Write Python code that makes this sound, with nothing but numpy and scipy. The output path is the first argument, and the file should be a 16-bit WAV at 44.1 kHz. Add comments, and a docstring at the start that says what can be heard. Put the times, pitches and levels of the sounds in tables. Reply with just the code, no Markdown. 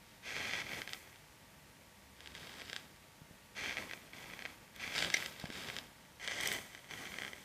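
"""In a quiet room, a pile of wooden matches burns close by in a metal roasting tray.
Head after head catches: random tiny gas bursts make a dense sizzle, over a soft rush of flame (coloured noise).
Crackles and sharp pops are single pushes of gas; molten heads fry finely and spit short jets of noise.
Pockets of gas catch with a low puff of about one cycle. The tray's resonances colour the bursts and jets.
The room adds air noise, a faint hum, a low drone that swells once, and a short echo."""
import sys
import numpy as np
from scipy import signal
from scipy.fft import rfft, irfft, next_fast_len
from scipy.io import wavfile
from scipy.ndimage import map_coordinates

SR = 44100
rng = np.random.default_rng(int(sys.argv[2]) if len(sys.argv) > 2 else 0)


def to_wav(sig):
    """Store sig (one row per channel, or 1-D mono) as 16-bit WAV at the path in sys.argv[1].

    Samples outside -1..1 are clipped; the rate is SR.
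    """
    pcm = np.clip(np.atleast_2d(sig), -1, 1) * 32767
    pcm = np.round(pcm).astype(np.int16)
    wavfile.write(sys.argv[1], SR, pcm.T)  # frames by channels


N = 328448
TIME = np.arange(N) / SR  # s
SIZE = next_fast_len(N + 16384, True)  # room at the end for filters to ring out
FREQ = np.fft.rfftfreq(SIZE, 1 / SR)  # Hz
REFERENCE_DB = -45.5  # sizzle level at which burst and crackle rates are given


def amp(db):
    """Decibels to gain."""
    return 10 ** (np.asarray(db) / 20)


def unit(x):
    """Scale to rms 1."""
    return x / np.sqrt(np.mean(x ** 2) + 1e-20)


def curve(rows):
    """Join (t/s, value) rows into one value per sample."""
    return np.interp(TIME, *np.transpose(rows))


def wobble(rate):
    """A smooth random curve through `rate` random points a second."""
    points = rng.standard_normal(int(N * rate / SR) + 4)
    return map_coordinates(points, [TIME * rate])


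def colour(points):
    """Gain per frequency from (f/Hz, level/dB) points on a log axis."""
    hz, db = np.transpose(points)
    return amp(np.interp(np.log(FREQ + 1), np.log(hz), db))


def filtered(x, response):
    """Pass x through a frequency response."""
    return irfft(rfft(x, SIZE) * response, SIZE)[:N]


def noise(points):
    """Coloured noise of rms 1."""
    return unit(filtered(rng.standard_normal(N), colour(points)))


def add(track, s, sound):
    """Mix a sound into a track at time s, in seconds."""
    part = track[max(round(s * SR), 0):][:len(sound)]
    part += sound[:len(part)]


def resonances(rows):
    """Gain per frequency from (f/Hz, width/Hz, level/dB) rows: bell-shaped peaks and dips."""
    return amp(sum(db * np.exp(-.5 * ((FREQ - hz) / width) ** 2) for hz, width, db in rows))


def causal(gain):
    """The fastest response with this gain that never sounds ahead of its cause."""
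    cepstrum = irfft(np.log(gain), SIZE)
    cepstrum[1:SIZE // 2] *= 2
    cepstrum[SIZE // 2 + 1:] = 0
    return np.exp(rfft(cepstrum))


def in_tray(points, ripple, turn_hz=2600):
    """Response, of energy 1, of one tiny burst heard in the tray."""
    # resonances (+) and notches (-) of the tray, for every burst: f/Hz, width/Hz, level/dB
    tray = [(550, 25, 2), (730, 45, 2.5), (1314, 9.6, 9), (1463, 37, -3.5), (1613, 98, 5), (1776, 61, -6),
            (1950, 44, 2)]
    response = causal(colour(points) * resonances(tray + ripple))
    # the pressure swings both ways before it rings out
    response = response * (1j * FREQ - turn_hz) / (1j * FREQ + turn_hz)
    return response / np.linalg.norm(irfft(response, SIZE))


def room():
    """Steady air noise and hum tones with a slightly drifting phase; a low drone swells once."""
    # colour of the room's air noise: f/Hz, relative level/dB
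    air_colour = [(15, -61), (30, -14), (50, 0.5), (105, -0.5), (190, -3), (310, -5.5), (420, -12),
                  (600, -6), (720, -10), (910, -10), (1050, -13.5), (1920, -9), (3350, -14), (14500, -21.5)]
    # hum tones in the room: f/Hz, rms level before the hum's 1 dB cut/dB
    hum_tones = [(102.3, -86), (146, -76.5), (198, -75), (498, -81), (861.3, -78), (931.3, -75.5),
                 (1147, -79), (1863, -80)]
    hum = np.zeros(N)
    for hz, db in hum_tones:
        hum += amp(db) * np.sqrt(2) * np.sin(2 * np.pi * hz * TIME + .5 * wobble(6))
    drone_level = amp(curve([(1.85, -100), (2.02, -69), (2.33, -62), (2.5, -100)]))
    drone = drone_level * np.sin(2 * np.pi * 68 * TIME)
    return amp(-61.5) * noise(air_colour) + amp(-1.0) * hum + drone


def burn(s, length, attack, sag_db):
    """Strength of one head: it catches, sags as it burns, dies fast, and its last part smoulders on."""
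    release_s, smoulder_db, smoulder_db_per_s = 0.028, -11.5, 34
    age = np.maximum(TIME - s, 0)
    spent = np.maximum(age - length, 0)  # time since the head burned out
    rest = amp(smoulder_db)
    dying = (1 - rest) * np.exp(-spent / release_s) + rest * amp(-smoulder_db_per_s * spent)
    return (1 - np.exp(-age / attack)) * amp(-sag_db * (age - spent)) * dying


def lagged(power, lag_s):
    """Follow a power with a time lag."""
    keep = np.exp(-1 / (lag_s * SR))
    return signal.lfilter([1 - keep], [1, -keep], power)


def blaze(embers_db=-80, steady_flame_db=-69, flame_lag_s=0.032, melt_lag_s=0.037):
    """All heads add in power: sizzle dB, its bright share, and the strengths of flame and frying."""
    # match heads catching: t/s, burn length/s, attack/s, sizzle level/dB, sag (negative: swell)/dB per s,
    # brightness (0 hollow - 1 bright), flame level/dB, frying level/dB; levels ahead of attack, sag and lag
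    heads = [(0.0, 0.15, 0.022, -66, -5, .8, -78, -80), (0.223, 0.38, .044, -41.5, 1, .05, -51.5, -66),
             (0.634, 0.14, 0.036, -46.5, -6, 0.1, -51, -57),
             (0.88, 0.058, 0.01, -53.5, 3, 0.22, -66, -55.5), (2.156, 0.16, 0.027, -60.5, 1, 0.8, -63, -78),
             (2.334, 0.46, 0.012, -53, 4, 0.77, -56.5, -67),
             (3.548, 0.17, 0.025, -41.5, 8.5, 0.026, -49.5, -70),
             (3.733, 0.072, 0.023, -48.5, 7, .03, -49.5, -59), (3.876, 0.05, 0.017, -56, 2, .05, -59, -59),
             (4.12, 0.41, 0.011, -53, 13.5, .04, -55, -62.5),
             (4.733, 0.099, 0.017, -55, -0.5, .1, -59, -67), (4.793, 0.17, 0.0087, -45, 6, .05, -53, -61),
             (4.929, 0.12, 0.024, -36.5, 11, 0.8, -45.5, -60),
             (5.109, 0.138, .015, -42, 27, 0.58, -49, -51.5), (5.354, .1, 0.019, -53, 4, 0.95, -54, -73),
             (5.505, 0.27, 0.016, -46.5, 16, 0.71, -50, -60),
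             (6.193, 0.058, 0.027, -42.5, -2.5, .02, -53.5, -70),
             (6.288, 0.28, 0.013, -41, 10.5, 0.12, -49.5, -66),
             (6.393, 0.13, 0.021, -44, 10, .35, -56, -50),
             (6.886, 0.4, 0.022, -49, 10, 0.016, -52.5, -59.5),
             (7.312, 0.11, 0.02, -57.5, 12, .05, -60, -65)]
    heat = bright = rush = melt = 0
    for s, length, attack, db, sag_db, share, flame_db, fry_db in heads:
        power = burn(s, length, attack, sag_db) ** 2
        heat = heat + power * amp(db) ** 2
        bright = bright + power * amp(db) ** 2 * share
        rush = rush + power * amp(flame_db) ** 2
        melt = melt + power * amp(fry_db) ** 2
    heat = heat + amp(embers_db) ** 2
    # the flame and the frying melt follow the heads with a lag
    rush = lagged(rush, flame_lag_s) + amp(steady_flame_db) ** 2
    melt = lagged(melt, melt_lag_s)
    return 10 * np.log10(heat), bright / heat, np.sqrt(rush), np.sqrt(melt)


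def bursts(rate, spread_db, smooth):
    """Random tiny bursts of uneven size, plus a share of smooth gas hiss (0-1), rms about 1."""
    sizes = amp(spread_db * np.clip(rng.standard_normal(N), -2, 2))
    happens = rng.random(N) < rate / SR
    # dividing by sqrt(rate) stops denser bursts from being louder overall
    train = happens * sizes * rng.choice([-1, 1], N) / np.sqrt(rate)
    return np.sqrt(1 - smooth) * unit(train) + np.sqrt(smooth) * rng.standard_normal(N)


def sizzle(level_db, share, hollow, bright):
    """The harder a head burns, the louder and denser its bursts; the jet flutters as it goes."""
    rate = 2000 * amp(.5 * (level_db - REFERENCE_DB))  # bursts per second
    strength = amp(level_db + 0.68 * wobble(45) + 0.55 * wobble(170))
    soft = strength * np.sqrt(1 - share) * bursts(rate, spread_db=4.0, smooth=0.33)
    sharp = strength * np.sqrt(share) * bursts(.55 * rate, spread_db=0.5, smooth=0.28)
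    return amp(-1.16) * filtered(soft, hollow) + amp(-2.0) * filtered(sharp, bright)


def frying(melt, fine):
    """A molten head crackles finely in the treble."""
    return filtered(melt * bursts(1000, spread_db=1, smooth=0.53), fine)


def flame(rush):
    """The flame rushes softly, and puffs for about one cycle when a pocket of gas catches."""
    # colour of the rushing flame: f/Hz, relative level/dB
    rush_colour = [(25, -22), (60, -2.5), (160, 2), (320, -1), (700, -4.5), (1200, -5.5), (3000, -12),
                   (15000, -27)]
    # gas pockets catching, the biggest at two pitches: t/s, level before fading in and out/dB, f/Hz
    puffs = [(3.2171, -44, 125), (3.309, -45, 134), (5.4400, -31, 175), (5.4402, -32, 540),
             (5.491, -42, 190), (5.5008, -34.5, 264)]
    out = rush * amp(-0.5 + 1.7 * wobble(25)) * noise(rush_colour)
    t = np.arange(SR // 20) / SR
    for s, db, hz in puffs:
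        swing = np.sin(2 * np.pi * hz * t + 1.84)
        envelope = np.exp(-(hz * t / 0.91) ** 2) * (1 - np.exp(-t / 0.0003))
        add(out, s, -amp(db) * swing * envelope)
    return out


def crackles(level_db, share, crowding=.4, growth=.78, bright_db=5):
    """Small random pops as (s, dB, brightness); a fierce head makes more, but its sizzle covers them."""
    # rate and level at the reference sizzle; bright heads then add level
    crackles_per_s, crackle_db, spread_db = 32, -36, 1.9
    effort_db = level_db - REFERENCE_DB
    chance, size = rng.random(N), rng.standard_normal(N)
    at = np.flatnonzero(chance < crackles_per_s * amp(crowding * effort_db) / SR)
    db = crackle_db + growth * effort_db[at] + bright_db * share[at]
    db = db + spread_db * np.clip(size[at], -2, 2)
    return list(zip(TIME[at], db, share[at]))


def pops(small_pops, hollow, bright, scatter_db=-26, scatter_t60=0.022,
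         hollow_hz=5200, bright_hz=11000, hollow_db=6, bright_db=0.57):
    """Each pop is one push of gas and a brief dense scatter in the tray."""
    # loud bursts of a head's crust: t/s, level before the gains and softening below/dB, brightness (0-1)
    crust_pops = [(0.5352, -24.5, 0.32), (0.8184, -26.5, 0.57), (0.8758, -31, 0.44), (0.8925, -31.5, 1),
                  (0.9336, -22.5, 1), (1.159, -43, 0.98), (2.2059, -36.5, 1), (2.2599, -37, 1),
                  (2.274, -33.5, 1), (2.3511, -31, 1), (2.6184, -32.5, .4), (2.6982, -28.5, .85),
                  (2.7308, -24.5, 0.85), (2.7417, -37, 1), (2.7637, -23, 1), (3.77, -28.5, 0),
                  (3.7779, -34, 0), (3.784, -30.5, 0), (3.9118, -30.5, 0.46), (3.9347, -30, 0.1),
                  (4.3354, -38, .1), (4.392, -35, 0.27), (4.4229, -35.5, 0), (4.4531, -32.5, 0),
                  (4.4594, -32.5, 0.04), (4.9804, -18.5, 1), (4.9891, -20.5, .97), (5.025, -18.5, 0.67),
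                  (5.0474, -22.5, 0.9), (5.102, -21.5, 0.89), (5.225, -32.5, .1), (5.2609, -22.5, 1),
                  (5.4561, -31, 0.55), (5.5027, -31.5, .8), (5.6866, -28.5, 0.7), (5.7003, -31.5, 0.24),
                  (5.7657, -24.5, 0.9), (5.7867, -24.5, 1), (6.2769, -21.5, .9), (6.2835, -28, .3),
                  (6.5171, -21, .85), (6.7494, -34, 0.54), (6.9106, -34, .06), (7.1863, -29.5, .05),
                  (7.2202, -31.5, 0.1), (7.2343, -33, 0.3), (7.2495, -32.5, .1), (7.2791, -35.5, 0.1),
                  (7.3325, -36.5, 0)]
    t = np.arange(SR // 20) / SR
    dull, sharp = np.zeros(N), np.zeros(N)
    for s, db, share in list(crust_pops) + small_pops:
        push = amp(scatter_db - 60 * t / scatter_t60) * rng.standard_normal(len(t))
        push[0] = 1
        add(dull, s, amp(db + hollow_db) * (1 - share) * push)
        add(sharp, s, amp(db + bright_db) * share * push)
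    out = np.zeros(N)
    for track, response, hz in [(dull, hollow, hollow_hz), (sharp, bright, bright_hz)]:
        # the pops are softened: their treble rolls off above a fixed corner
        softened = response / (1 + 1j * FREQ / hz) ** 2
        out += filtered(track, softened) / np.abs(irfft(softened, SIZE)).max()
    return out


def spits(rough, fine):
    """Gas breaks through the melt in jets that die within milliseconds."""
    # short jets of gas: t/s, level before fading in and out/dB, time to fall 60 dB/s, fine share (0-1)
    jets = [(0.7856, -41, 0.027, 0), (4.761, -36.5, 0.01, 0.4), (5.1396, -18, 0.031, 0.01),
            (5.167, -28, 0.028, 0), (5.3973, -31.5, 0.014, 0.1), (6.409, -24, 0.0089, 0.2),
            (6.4327, -28, 0.0099, 0.6), (6.458, -23.5, 0.0093, 0.06), (6.4735, -14, 0.0069, 0.56),
            (6.5257, -27, 0.012, 0.7), (6.5362, -24.5, 0.0075, .4)]
    t = np.arange(SR // 10) / SR
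    coarse, thin = np.zeros(N), np.zeros(N)
    for s, db, t60, share in jets:
        envelope = amp(db - 60 * t / t60) * (1 - np.exp(-t / 0.00083))
        jet = envelope * rng.standard_normal((2, len(t)))
        add(coarse, s, np.sqrt(1 - share) * jet[0])
        add(thin, s, np.sqrt(share) * jet[1])
    return filtered(coarse, rough) + filtered(thin, fine)


def walls(x, t60=0.24, wet_db=-17):
    """A faint short echo from the walls: a fading noise tail."""
    t = np.arange(SR // 3) / SR
    tail = rng.standard_normal(len(t)) * amp(-60 * t / t60) * (t > .003)
    return amp(wet_db) * signal.fftconvolve(x, tail / np.linalg.norm(tail))[:N]


def spread(fire):
    """The fire creeps across the pile, and its colour changes with the spot."""
    # the last heads burn where the tray answers differently: f/Hz, width/Hz, level/dB
    far_spot = [(1967, 220, 1.5), (2298, 120, -2), (2610, 120, -7.5), (3024, 160, 4), (4160, 460, -1.5),
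                (6080, 170, 4), (8450, 1100, 4.5)]
    moved = curve([(5.9, 0), (6.1, 1)])
    return (1 - moved) * fire + moved * filtered(fire, causal(resonances(far_spot)))


def scene():
    """The fire and the room, alike in both channels."""
    # colours of hollow and bright heads, jets and fine frying: f/Hz, relative level/dB
    hollow_colour = [(60, -22.5), (400, -11.5), (750, -9), (1050, -15), (1450, -10.5), (1950, 1), (2300, 1),
                     (2800, -5.5), (3300, -6), (4000, -10), (6300, -15), (8200, -23), (10000, -31),
                     (15000, -34.5)]
    bright_colour = [(60, -41), (400, -14), (800, -15.5), (1050, -20.5), (1450, -7), (1700, -2.5),
                     (2100, -4), (2700, -2.5), (3500, -3.5), (5200, -5.5), (7000, -12), (8800, -17),
                     (10000, -23), (15000, -30)]
    jet_colour = [(60, -25), (600, -13), (1350, -26), (1650, -6), (2050, 4.5), (2800, -15), (3400, -3.5),
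                  (4200, -6), (4900, -11.5), (5900, -6.5), (6800, -21), (9000, -22), (15000, -54)]
    fine_colour = [(60, -45), (2000, -20), (4000, -9), (6500, -1), (8500, -1.5), (11000, -4), (14500, 0)]
    # further resonances (+) and notches (-) of hollow and bright heads: f/Hz, width/Hz, level/dB
    hollow_ripple = [(2240, 150, 1), (2890, 87, -7.5), (3170, 74, 2.5), (3404, 95, 3.5), (3840, 160, -5.5),
                     (4240, 72, 3), (5500, 160, -1), (6160, 230, 3), (7130, 96, -9), (11060, 340, 9)]
    bright_ripple = [(2420, 99, -5), (3230, 96, 3.5), (3760, 150, 3.5), (4130, 140, -7), (5740, 220, -6.5),
                     (6550, 130, -13)]
    hollow = in_tray(hollow_colour, hollow_ripple)
    bright = in_tray(bright_colour, bright_ripple)
    rough, fine = in_tray(jet_colour, []), in_tray(fine_colour, [])

    air = room()
    level_db, share, rush, melt = blaze()
    hiss = sizzle(level_db, share, hollow, bright) + frying(melt, fine)
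    flames = flame(rush)
    popping = pops(crackles(level_db, share), hollow, bright)
    fire = spread(hiss + popping + spits(rough, fine)) + flames
    mono = fire + walls(fire) + air
    return np.array([mono, mono])


def record(dry):
    """Keep nothing above the band limit."""
    top_hz = 14850
    return np.array([filtered(channel, FREQ < top_hz) for channel in dry])


dry = scene()
out = record(dry)
to_wav(out)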